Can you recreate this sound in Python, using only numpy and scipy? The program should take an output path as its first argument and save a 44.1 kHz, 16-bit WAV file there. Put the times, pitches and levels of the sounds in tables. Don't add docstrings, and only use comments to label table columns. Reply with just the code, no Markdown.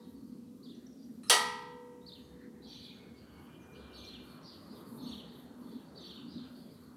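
import sys
import numpy as np
from scipy import signal
from scipy.fft import rfft, irfft
from scipy.io import wavfile
from scipy.ndimage import uniform_filter1d

SR = 44100
rng = np.random.default_rng(int(sys.argv[2]) if len(sys.argv) > 2 else 0)


def voltage_ratio(decibels):
    exponent = np.asarray(decibels, float) / 20
    return 10 ** exponent


def put_to_file(sound):
    columns = np.atleast_2d(sound).T
    safe = np.clip(columns, -1, 1)
    whole_steps = np.round(safe * 32767)
    wavfile.write(sys.argv[1], SR, whole_steps.astype(np.int16))


N = 306936


def rms_one(x):
    return x / np.sqrt(np.mean(x ** 2) + 1e-20)


def at_hz(points, hz):
    curve_hz, values = np.transpose(points)
    return np.interp(np.log(hz), np.log(curve_hz), values)


def drift(rate):
    turns = rng.standard_normal(600)
    return np.interp(np.arange(N) / SR * rate, np.arange(600), turns) * 1.4


def bands(low_hz, size, lines_db=0):
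    white = rng.standard_normal((2, size))
    if lines_db:
        line_gap_hz = 22
        place = np.fft.rfftfreq(size, 1 / SR) / line_gap_hz
        count = int(place[-1]) + 2
        comb = np.interp(place, np.arange(count), rng.standard_normal(count))
        white = rms_one(irfft(rfft(white) * voltage_ratio(lines_db * comb), size))
    edges = low_hz * 2 ** (np.arange(30) / 3)
    edges = edges[edges < 18000]
    for k, (low, high) in enumerate(zip(edges, edges[1:])):
        band = signal.butter(2, [low, high], "band", fs=SR, output="sos")
        yield np.sqrt(low * high), signal.sosfilt(band, white[k % 2])


def narrow(hz, width_hz, size=N):
    r = np.exp(-np.pi * width_hz / SR)
    poles = [1, -2 * r * np.cos(2 * np.pi * hz / SR), r * r]
    once = signal.lfilter([1], poles, rng.standard_normal(size))
    return rms_one(signal.lfilter([1, 0, -1], poles, once))


def bell():
    # (time [s], blow [dB], lift of the side partial [dB])
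    strokes = [
        (-.68, -7, 14.5),
        (1.297, -1.3, 0),
    ]
    t = np.arange(2 * SR) / SR
    out = np.zeros(N + 3 * SR)
    for s, blow_db, side_db in strokes:
        at = round((s + 1) * SR)
        fade_out = np.minimum(4 * (2 - t), 1)
        out[at:at + 2 * SR] += voltage_ratio(blow_db) * (ring(t, side_db) + clang(t)) * fade_out
    return out[SR:SR + N]


def ring(t, side_db):
    partial_hz = [422.9, 488.4, 490.1, 848, 922.9, 986.7, 1009.2, 1141.1, 1228.6, 1260.9, 1320.4, 1559.5,
                  1605.4, 1789.6, 1879.8, 1927.9, 1967.6, 2079.6, 2157.9, 2236.8, 2672.8, 2718.9, 2856.7,
                  3123.3, 3301.1, 3565, 3774, 4009.2, 4480.1, 4687.8]
    # (height [dB], time to fall 60 dB [s])
    partial_ring = [(-48, 2.6), (-43, 3.6), (-50, 3.2), (-34, .86), (-32, 1.2), (-33, 1.02), (-36, .9),
                    (-49, 1.15), (-28.5, .64), (-33, .66), (-30.5, .74), (-42, .85), (-49, 1.02),
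                    (-36, .52), (-30, .55), (-26, .68), (-33, .7), (-46, .65), (-38, .6), (-40, .55),
                    (-34, .3), (-42, .5), (-35.5, .45), (-28, .3), (-33, .4), (-38, .42), (-34, .4),
                    (-36, .32), (-29, .33), (-35, .36)]
    # (pitch [Hz], height [dB], time to fall 60 dB [s])
    brief = [(423, -36.5, .5), (490, -26.5, 0.22), (665, -37.5, 0.33), (3294, -37.5, .24),
             (3830, -28.5, 0.29), (4280, -42, 0.37), (4500, -36.5, 0.65), (4920, -42.5, .28),
             (5550, -34, 0.2), (6100, -35.5, .39), (6030, -33.5, .25), (6700, -38.5, .18),
             (7284, -39.5, .18), (8800, -40.5, 0.3), (9249, -39, .26), (9609, -37.5, 0.33),
             (10900, -37, 0.26)]
    # (pitch [Hz], height [dB], time to fall 60 dB [s])
    twins = [(1825, -45, .75), (1853, -44, .7), (1894, -41, .65), (2270, -45, .6), (3157, -35, .4),
             (3843, -40, .3), (4142, -43, .4), (4407, -40, .3), (4529, -38, .4)]
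    build_up_s = .012
    side_hz = 1141.1
    out = np.zeros(len(t))
    for hz, (mode_db, t60), turn in zip(partial_hz, partial_ring, rng.random(len(partial_hz))):
        start = 2 * np.pi * turn * (hz > 500)
        build = 1 - np.exp(-t * hz / 1000 / build_up_s)
        fall = voltage_ratio(-60 * t / t60) + voltage_ratio(-28.5 - 60 * t / t60 / 2.6)
        height = voltage_ratio(mode_db + side_db * (hz == side_hz))
        out += build * height * fall * np.sin(2 * np.pi * hz * t + start)
    for (hz, mode_db, t60), turn in zip(brief, rng.random(len(brief))):
        build = np.minimum(t * hz / 4, 1)
        out += build * voltage_ratio(mode_db - 60 * t / t60) * np.sin(2 * np.pi * (hz * t + turn))
    for hz, mode_db, t60 in twins:
        build = 1 - np.exp(-t / build_up_s)
        out += build * voltage_ratio(mode_db - 60 * t / t60) * np.sin(2 * np.pi * hz * t)
    return out


def clang(t):
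    # (frequency [Hz], level [dB per Hz])
    colour = [(180, -47.5), (300, -14.5), (480, -12.5), (650, -6.5), (1050, -19.5), (1300, -8.5),
              (1600, -14.5), (2300, -13.5), (3200, -8.5), (4600, -10.5), (7000, -12.5), (9800, -9.5),
              (12500, -19), (15500, -28)]
    # (frequency [Hz], time to fall 60 dB [s])
    lasting = [(250, 0.27), (480, 0.11), (700, 0.75), (1200, 0.69), (2500, 0.83), (4200, 0.68), (6000, 0.5),
               (9000, 0.47), (15000, 0.38)]
    crack = voltage_ratio(-20.5 - 60 * t / .17)
    out = np.zeros(len(t))
    for hz, noise in bands(220, len(t), lines_db=4.0):
        fade = voltage_ratio(-29.5 - 60 * t / at_hz(lasting, hz)) + crack
        out += voltage_ratio(at_hz(colour, hz)) * fade * noise
    out = knots(6.0 * out * np.minimum(t / .0002, 1))
    lag = round(.031 * SR)
    dull = signal.butter(2, 5900, fs=SR)
    out[lag:] += voltage_ratio(-4) * signal.lfilter(*dull, out[:-lag])
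    return out


def knots(x):
    # (frequency [Hz], width [Hz], level [dB])
    clusters = [(4970, 30, -5), (5000, 36, -9), (5700, 240, 2), (6230, 26, 1), (7800, 150, -8),
                (8360, 43, -11.5), (8670, 130, -7), (9600, 47, 1), (10000, 79, -7.5)]
    hz = np.fft.rfftfreq(len(x), 1 / SR)
    gain = voltage_ratio(-3 * np.clip((hz - 4400) / 600, 0, 1)).astype(complex)
    for top_hz, width_hz, db in clusters:
        gain += voltage_ratio(0.5 + db / 2) / (1 + 2j * (hz - top_hz) / max(width_hz, 60))
    return irfft(rfft(x) * gain, len(x))


def hammer():
    # (time [s], level [dB])
    swing = [(1.231, -85), (1.2335, -56), (1.26, -60), (1.292, -57), (1.3, -80)]
    # (frequency [Hz], width [Hz], level [dB])
    modes = [(1270, 200, -2), (1816, 250, -9), (2800, 900, -9), (4100, 300, 0), (5376, 300, -13),
             (6300, 700, -12), (8500, 1300, -5), (10400, 1300, -2)]
    size = SR // 4
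    scrape = rms_one(sum(voltage_ratio(db) * narrow(hz, width_hz, size) for hz, width_hz, db in modes))
    out, at = np.zeros(N), round(swing[0][0] * SR)
    t = (at + np.arange(size)) / SR
    out[at:at + size] = scrape * voltage_ratio(np.interp(t, *np.transpose(swing), right=-120))
    return out


def birds():
    direct, echo = np.zeros((2, N + SR))
    for s, hz, shape, direct_db, echo_db in sparrow_calls() + street_calls() + thin_calls():
        t = np.arange(len(hz)) / SR
        bend, shake, flutter = [wobble(t, rate, 60) for rate in (50, 350, 220)]
        rasp = wobble(t, 1500, 240)
        shake_share = .012 if direct_db > -61 else .025
        phase = 2 * np.pi * np.cumsum(hz * (1 + .01 * bend + shake_share * shake)) / SR
        voice = np.sin(phase) + voltage_ratio(-28) * np.sin(2 * phase)
        tone = np.sqrt(2) * voltage_ratio(3 * flutter) * voice
        spread = shape ** .6 * np.minimum(hz / 4100, 1.1) ** .9
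        at = round(s * SR) + SR // 2
        direct[at:at + len(t)] += voltage_ratio(direct_db) * shape * tone * (1 + .28 * rasp)
        echo[at:at + len(t)] += voltage_ratio(echo_db) * spread * tone * (1 + .45 * rasp)
    return (direct + yard(echo))[SR // 2:SR // 2 + N]


def wobble(t, rate, count):
    return np.interp(t * rate, np.arange(count), rng.standard_normal(count))


def sparrow_calls():
    # (time [s], length [s], pitch factor, direct level [dB], echo level [dB])
    chirps = [(.623, .124, .965, -64, -65.5), (2.057, .124, 1.0, -57, -61), (2.69, .1, 1.03, -58, -56.5),
              (2.785, .085, 1.03, -61, -57), (2.822, .12, .955, -58, -62), (4.01, .1, .95, -64, -58),
              (4.065, .112, .935, -54, -57), (4.43, .115, 1.0, -70, -62.5), (4.974, .11, .96, -63, -57),
              (5.057, .098, .99, -53, -57), (5.122, .097, .96, -55, -59), (6.033, .1, .99, -52.5, -57),
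              (6.098, .097, .96, -58, -59)]
    # (time [s], length [s], pitch factor, echo level [dB])
    hidden = [(-.03, 0.084, 1.03, -69.5), (0.96, 0.074, 1, -78), (2.609, 0.13, 0.94, -59.5),
              (3.724, 0.12, 0.97, -68), (3.918, 0.1, 0.99, -54.5), (4.686, 0.085, 1.05, -64.5),
              (5.248, .12, 0.99, -63.5), (5.681, 0.11, 1, -66.5), (5.939, 0.11, .99, -55),
              (6.26, 0.14, 1.07, -60), (6.333, 0.12, 0.97, -65), (6.678, 0.093, 1.08, -70.5)]
    # (from [s], to [s])
    sharp_spans = [
        (-1, 2.65),
        (2.82, 3.9),
    ]
    # (share of the length, pitch [Hz], level [dB])
    sharp_notes = [
        [(0, 3900, -24), (.06, 4200, 0), (.18, 5000, 1), (.24, 4300, 2), (.33, 3600, -1), (.41, 3500, -4),
         (.45, 3450, -30)],
        [(.47, 3450, -30), (.51, 3500, -2), (.6, 3700, 2), (.67, 4400, 3), (.73, 3600, 0), (.83, 3100, -8),
         (1, 2650, -20)],
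    ]
    # (share of the length, pitch [Hz], level [dB])
    round_notes = [
        [(0, 3700, -12), (.12, 4450, -1), (.25, 4550, 0), (.33, 4100, -1), (.42, 3500, 0), (.47, 3400, -30)],
        [(.53, 3150, -30), (.6, 3450, -3), (.7, 4000, -1), (.77, 3350, 0), (.86, 3080, -4), (1, 2700, -18)],
    ]
    calls = []
    unseen = [(s, length, factor, -120, echo_db) for s, length, factor, echo_db in hidden]
    for s, length, factor, direct_db, echo_db in chirps + unseen:
        sharp = any(a <= s < b for a, b in sharp_spans)
        hz, shape = chirp(length, sharp_notes if sharp else round_notes)
        calls.append((s, hz * factor, shape, direct_db, echo_db))
    return calls


def chirp(length, notes):
    share = np.arange(round(length * SR)) / (length * SR)
    at, pitch_hz, db = np.transpose(notes[0] + notes[1])
    hz = uniform_filter1d(np.interp(share, at, pitch_hz), size=90, mode="nearest")
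    return hz, voltage_ratio(np.interp(share, at, db))


def street_calls():
    # (time [s], length [s], top pitch [Hz], echo level [dB])
    far_notes = [(0.123, 0.045, 4580, -76), (0.196, 0.091, 4720, -80), (0.299, 0.033, 4500, -79),
                 (0.901, 0.058, 5800, -78), (0.965, 0.025, 5090, -71), (0.992, 0.027, 4850, -73),
                 (1.12, 0.029, 4500, -80), (2.37, 0.039, 4520, -80), (3.142, 0.035, 4724, -65),
                 (3.302, 0.056, 4600, -71.5), (4.235, 0.091, 4460, -65.5), (4.41, 0.04, 5700, -67),
                 (4.421, 0.084, 4810, -58.5), (4.49, .05, 4770, -64.5), (4.6, 0.1, 4480, -71.5),
                 (4.838, 0.045, 4600, -68.5), (5.405, 0.059, 4300, -75), (5.598, 0.057, 4440, -72),
                 (5.831, 0.054, 4630, -73), (6.529, 0.067, 4630, -66.5), (6.802, 0.037, 4530, -73),
                 (2.658, 0.055, 5830, -68), (2.705, 0.051, 6160, -71), (3.91, 0.045, 5480, -73.5),
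                 (4.998, 0.1, 5590, -74), (5.99, 0.084, 5410, -78.5), (5.626, 0.091, 3560, -69.5),
                 (6.548, 0.15, 3480, -76.5)]
    top_at = .36
    calls = []
    for s, length, top_hz, echo_db in far_notes:
        u = np.arange(round(length * SR)) / (length * SR)
        from_top = np.where(u < top_at, 1 - u / top_at, (u - top_at) / (1 - top_at))
        from_top = np.clip(from_top, 0, 1)
        hz = top_hz * (1 - .13 * from_top ** 1.88)
        calls.append((s, hz, np.sin(np.pi * u) ** .5, -120, echo_db))
    return calls


def thin_calls():
    # (time [s], length [s], start pitch [Hz], end pitch [Hz], level [dB])
    peeps = [(.47, 0.033, 3850, 3870, -77), (0.749, .008, 5600, 6500, -64),
             (0.864, 0.0091, 5450, 5960, -61.5), (0.928, 0.007, 5000, 6000, -66),
             (1.027, 0.023, 5620, 5800, -66.5), (1.279, 0.022, 5260, 5460, -51.5),
             (2.013, 0.041, 3720, 3830, -66), (2.223, 0.043, 6540, 6500, -73),
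             (5.057, 0.064, 8420, 8800, -69), (2.935, 0.028, 6520, 6480, -72),
             (3.592, 0.083, 6440, 5700, -74), (3.719, 0.031, 6300, 5700, -71.5),
             (3.976, 0.019, 6200, 6350, -63.5), (3.997, .014, 5920, 6250, -64),
             (4.044, 0.024, 5300, 5950, -58), (4.035, .02, 6200, 6400, -64), (4.057, 0.04, 6820, 8800, -73),
             (5.023, 0.035, 6400, 6100, -66), (5.096, 0.03, 5600, 5860, -66),
             (5.087, 0.021, 6460, 6450, -63), (6.002, 0.029, 6260, 5800, -66),
             (6.074, .014, 5550, 5930, -58.5), (6.338, 0.0082, 6370, 5400, -66.5)]
    calls = []
    for s, length, from_hz, to_hz, db in peeps:
        u = np.arange(round(length * SR)) / (length * SR)
        hz = from_hz + (to_hz - from_hz) * u
        calls.append((s, hz, np.sin(np.pi * u) ** .5, db - 4.0, db - 10))
    return calls


def yard(x):
    t = np.arange(SR) / SR
    hits = rng.random(SR) < .02 + 1.5 * t
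    near = hits * voltage_ratio(-60 * t / .36) / np.sqrt(np.minimum(.04 + 4.5 * t, 1))
    street = voltage_ratio(-11.5 - 60 * t / 1.05)
    bright, dull = rng.standard_normal((2, SR))
    dull = signal.sosfilt(signal.butter(2, 5400, fs=SR, output="sos"), dull)
    cloud = (bright * near + dull * street) * np.minimum(t / .01, 1)
    return signal.fftconvolve(x, cloud / np.sqrt(np.sum(cloud ** 2)))[:len(x)]


def brakes():
    # (time [s], length [s], pitch [Hz], width [Hz], level [dB])
    squeals = [
        (2.1, 1.0, 1800, 197, -74),
        (2.69, .45, 2430, 80, -67),
        (2.8, .75, 2205, 60, -68),
        (3.15, 1.6, 2990, 200, -70),
        (3.47, 1.0, 2393, 42, -65.5),
        (2.85, 1.7, 1480, 150, -70.5),
        (5.45, .6, 928, 25, -72),
        (3.72, .6, 67.5, 14, -58.5),
        (2.27, .12, 70, 25, -62),
        (4.72, .16, 440, 200, -62),
    ]
    t, out = np.arange(N) / SR, np.zeros(N)
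    for s, length, hz, width_hz, level_db in squeals:
        wander_hz = hz + 0.229 * width_hz * drift(8.7)
        tone = np.sqrt(2) * np.sin(2 * np.pi * np.cumsum(wander_hz) / SR)
        pure = np.clip(1 - width_hz / 120, 0, 1)
        squeal = pure * tone + (1 - pure) * narrow(hz, 2.6 * width_hz)
        swell = np.interp((t - s) / length, [0, 0.27, 1], [0, 1, 0]) ** .5
        out += voltage_ratio(level_db + 3.0 * drift(23.93)) * swell * squeal
    return out


def leaves():
    # (frequency [Hz], level [dB per Hz])
    colour = [(5000, -30), (7000, -19), (8400, -13), (10000, -5), (11300, 0), (12800, -5), (14200, -13),
              (15600, -23)]
    # (time [s], hold [s], level [dB])
    gusts = [(.08, .25, -89), (.58, .03, -86), (.7, .03, -86), (1.12, .1, -88), (2.1, .12, -84),
             (2.7, .14, -81), (2.94, .03, -86), (3.4, .4, -86), (3.97, .14, -78), (4.26, .05, -72),
             (4.55, .1, -81), (4.74, .08, -74), (4.91, .07, -68), (5.09, .08, -73), (5.37, .03, -72),
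             (5.6, .2, -80), (6.0, .14, -78), (6.52, .25, -79), (6.86, .03, -81)]
    t = np.arange(N) / SR
    rustle = rms_one(sum(voltage_ratio(at_hz(colour, hz) + 1.5 * drift(18)) * noise for hz, noise in bands(5500, N)))
    level = voltage_ratio(-84)
    for s, hold, db in gusts:
        swell = np.interp(t - s, [-.09, 0, hold, hold + .13], [0, 1, 1, 0]) ** 2
        level = level + voltage_ratio(db) * swell
    return rustle * level * voltage_ratio(0.5 + 1.1 * drift(59))


def porch_swell():
    # (loudest time [s], half width [s], lift [dB])
    puffs = [
        (0.302, 0.24, 7.5),
        (.75, 0.11, 6.5),
        (1.1, 0.12, 7.5),
        (2.381, 0.22, 3),
        (3.5, 0.92, -2.5),
        (5.04, 0.13, 13),
        (5.699, 0.16, 8.5),
        (6.38, 0.19, 10.5),
        (6.849, 0.15, -1.5),
    ]
    t = np.arange(N) / SR
    return sum(lift_db * np.exp(-((t - s) / half) ** 2) for s, half, lift_db in puffs)


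def porch(swell_db):
    return voltage_ratio(-56.5 + swell_db + 1.1 * drift(25)) * narrow(243.2, 62.6)


def traffic(swell_db):
    # (frequency [Hz], level [dB per Hz])
    colour = [(30, -56), (48, -51.5), (65, -18.5), (129, -22), (166, -12), (256, -19), (339, -18),
              (498, -24), (600, -32.5), (1220, -36), (2500, -45.5), (6000, -44.5), (11500, -47.5),
              (15600, -53)]
    # (time [s], tyre roar [dB])
    passing = [
        (0, -3),
        (.26, -10),
        (1.95, -6.5),
        (2.4, -5.5),
        (3.3, 1.5),
        (4.07, 7),
        (4.7, 6),
        (5.6, 4),
        (6.96, 0),
    ]
    home_hz = [75, 230, 1100, 4000]
    trim_db = [6, 4, 7.5]
    t, out = np.arange(N) / SR, np.zeros(N)
    tyres_db = np.interp(t, *np.transpose(passing))
    engine_db = 0.27 * tyres_db + drift(2.2)
    change = np.array([engine_db + trim_db[0], 0.29 * swell_db + trim_db[1], tyres_db + trim_db[2], 0 * t])
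    for hz, noise in bands(31.25, N):
        shares = [np.interp(np.log(hz), np.log(home_hz), one) for one in np.eye(4)]
        flicker_db = 2.5 / (1 + (hz / 3500) ** 2) * drift(8.2)
        out += noise * voltage_ratio(at_hz(colour, hz) + shares @ change + flicker_db)
    return voltage_ratio(-27) * out


def scene():
    swell_db = porch_swell()
    near = bell() + hammer() + birds()
    far = brakes() + leaves() + porch(swell_db) + traffic(swell_db)
    return (near + far)[None]


def band_limit(x):
    return signal.sosfilt(signal.butter(12, 15750, fs=SR, output="sos"), x)


def record(dry):
    thin = signal.sosfilt(signal.butter(6, 54, "high", fs=SR, output="sos"), dry)
    limited = .5 * np.tanh(thin / .5)
    return band_limit(limited)


dry = scene()
out = record(dry)
put_to_file(out)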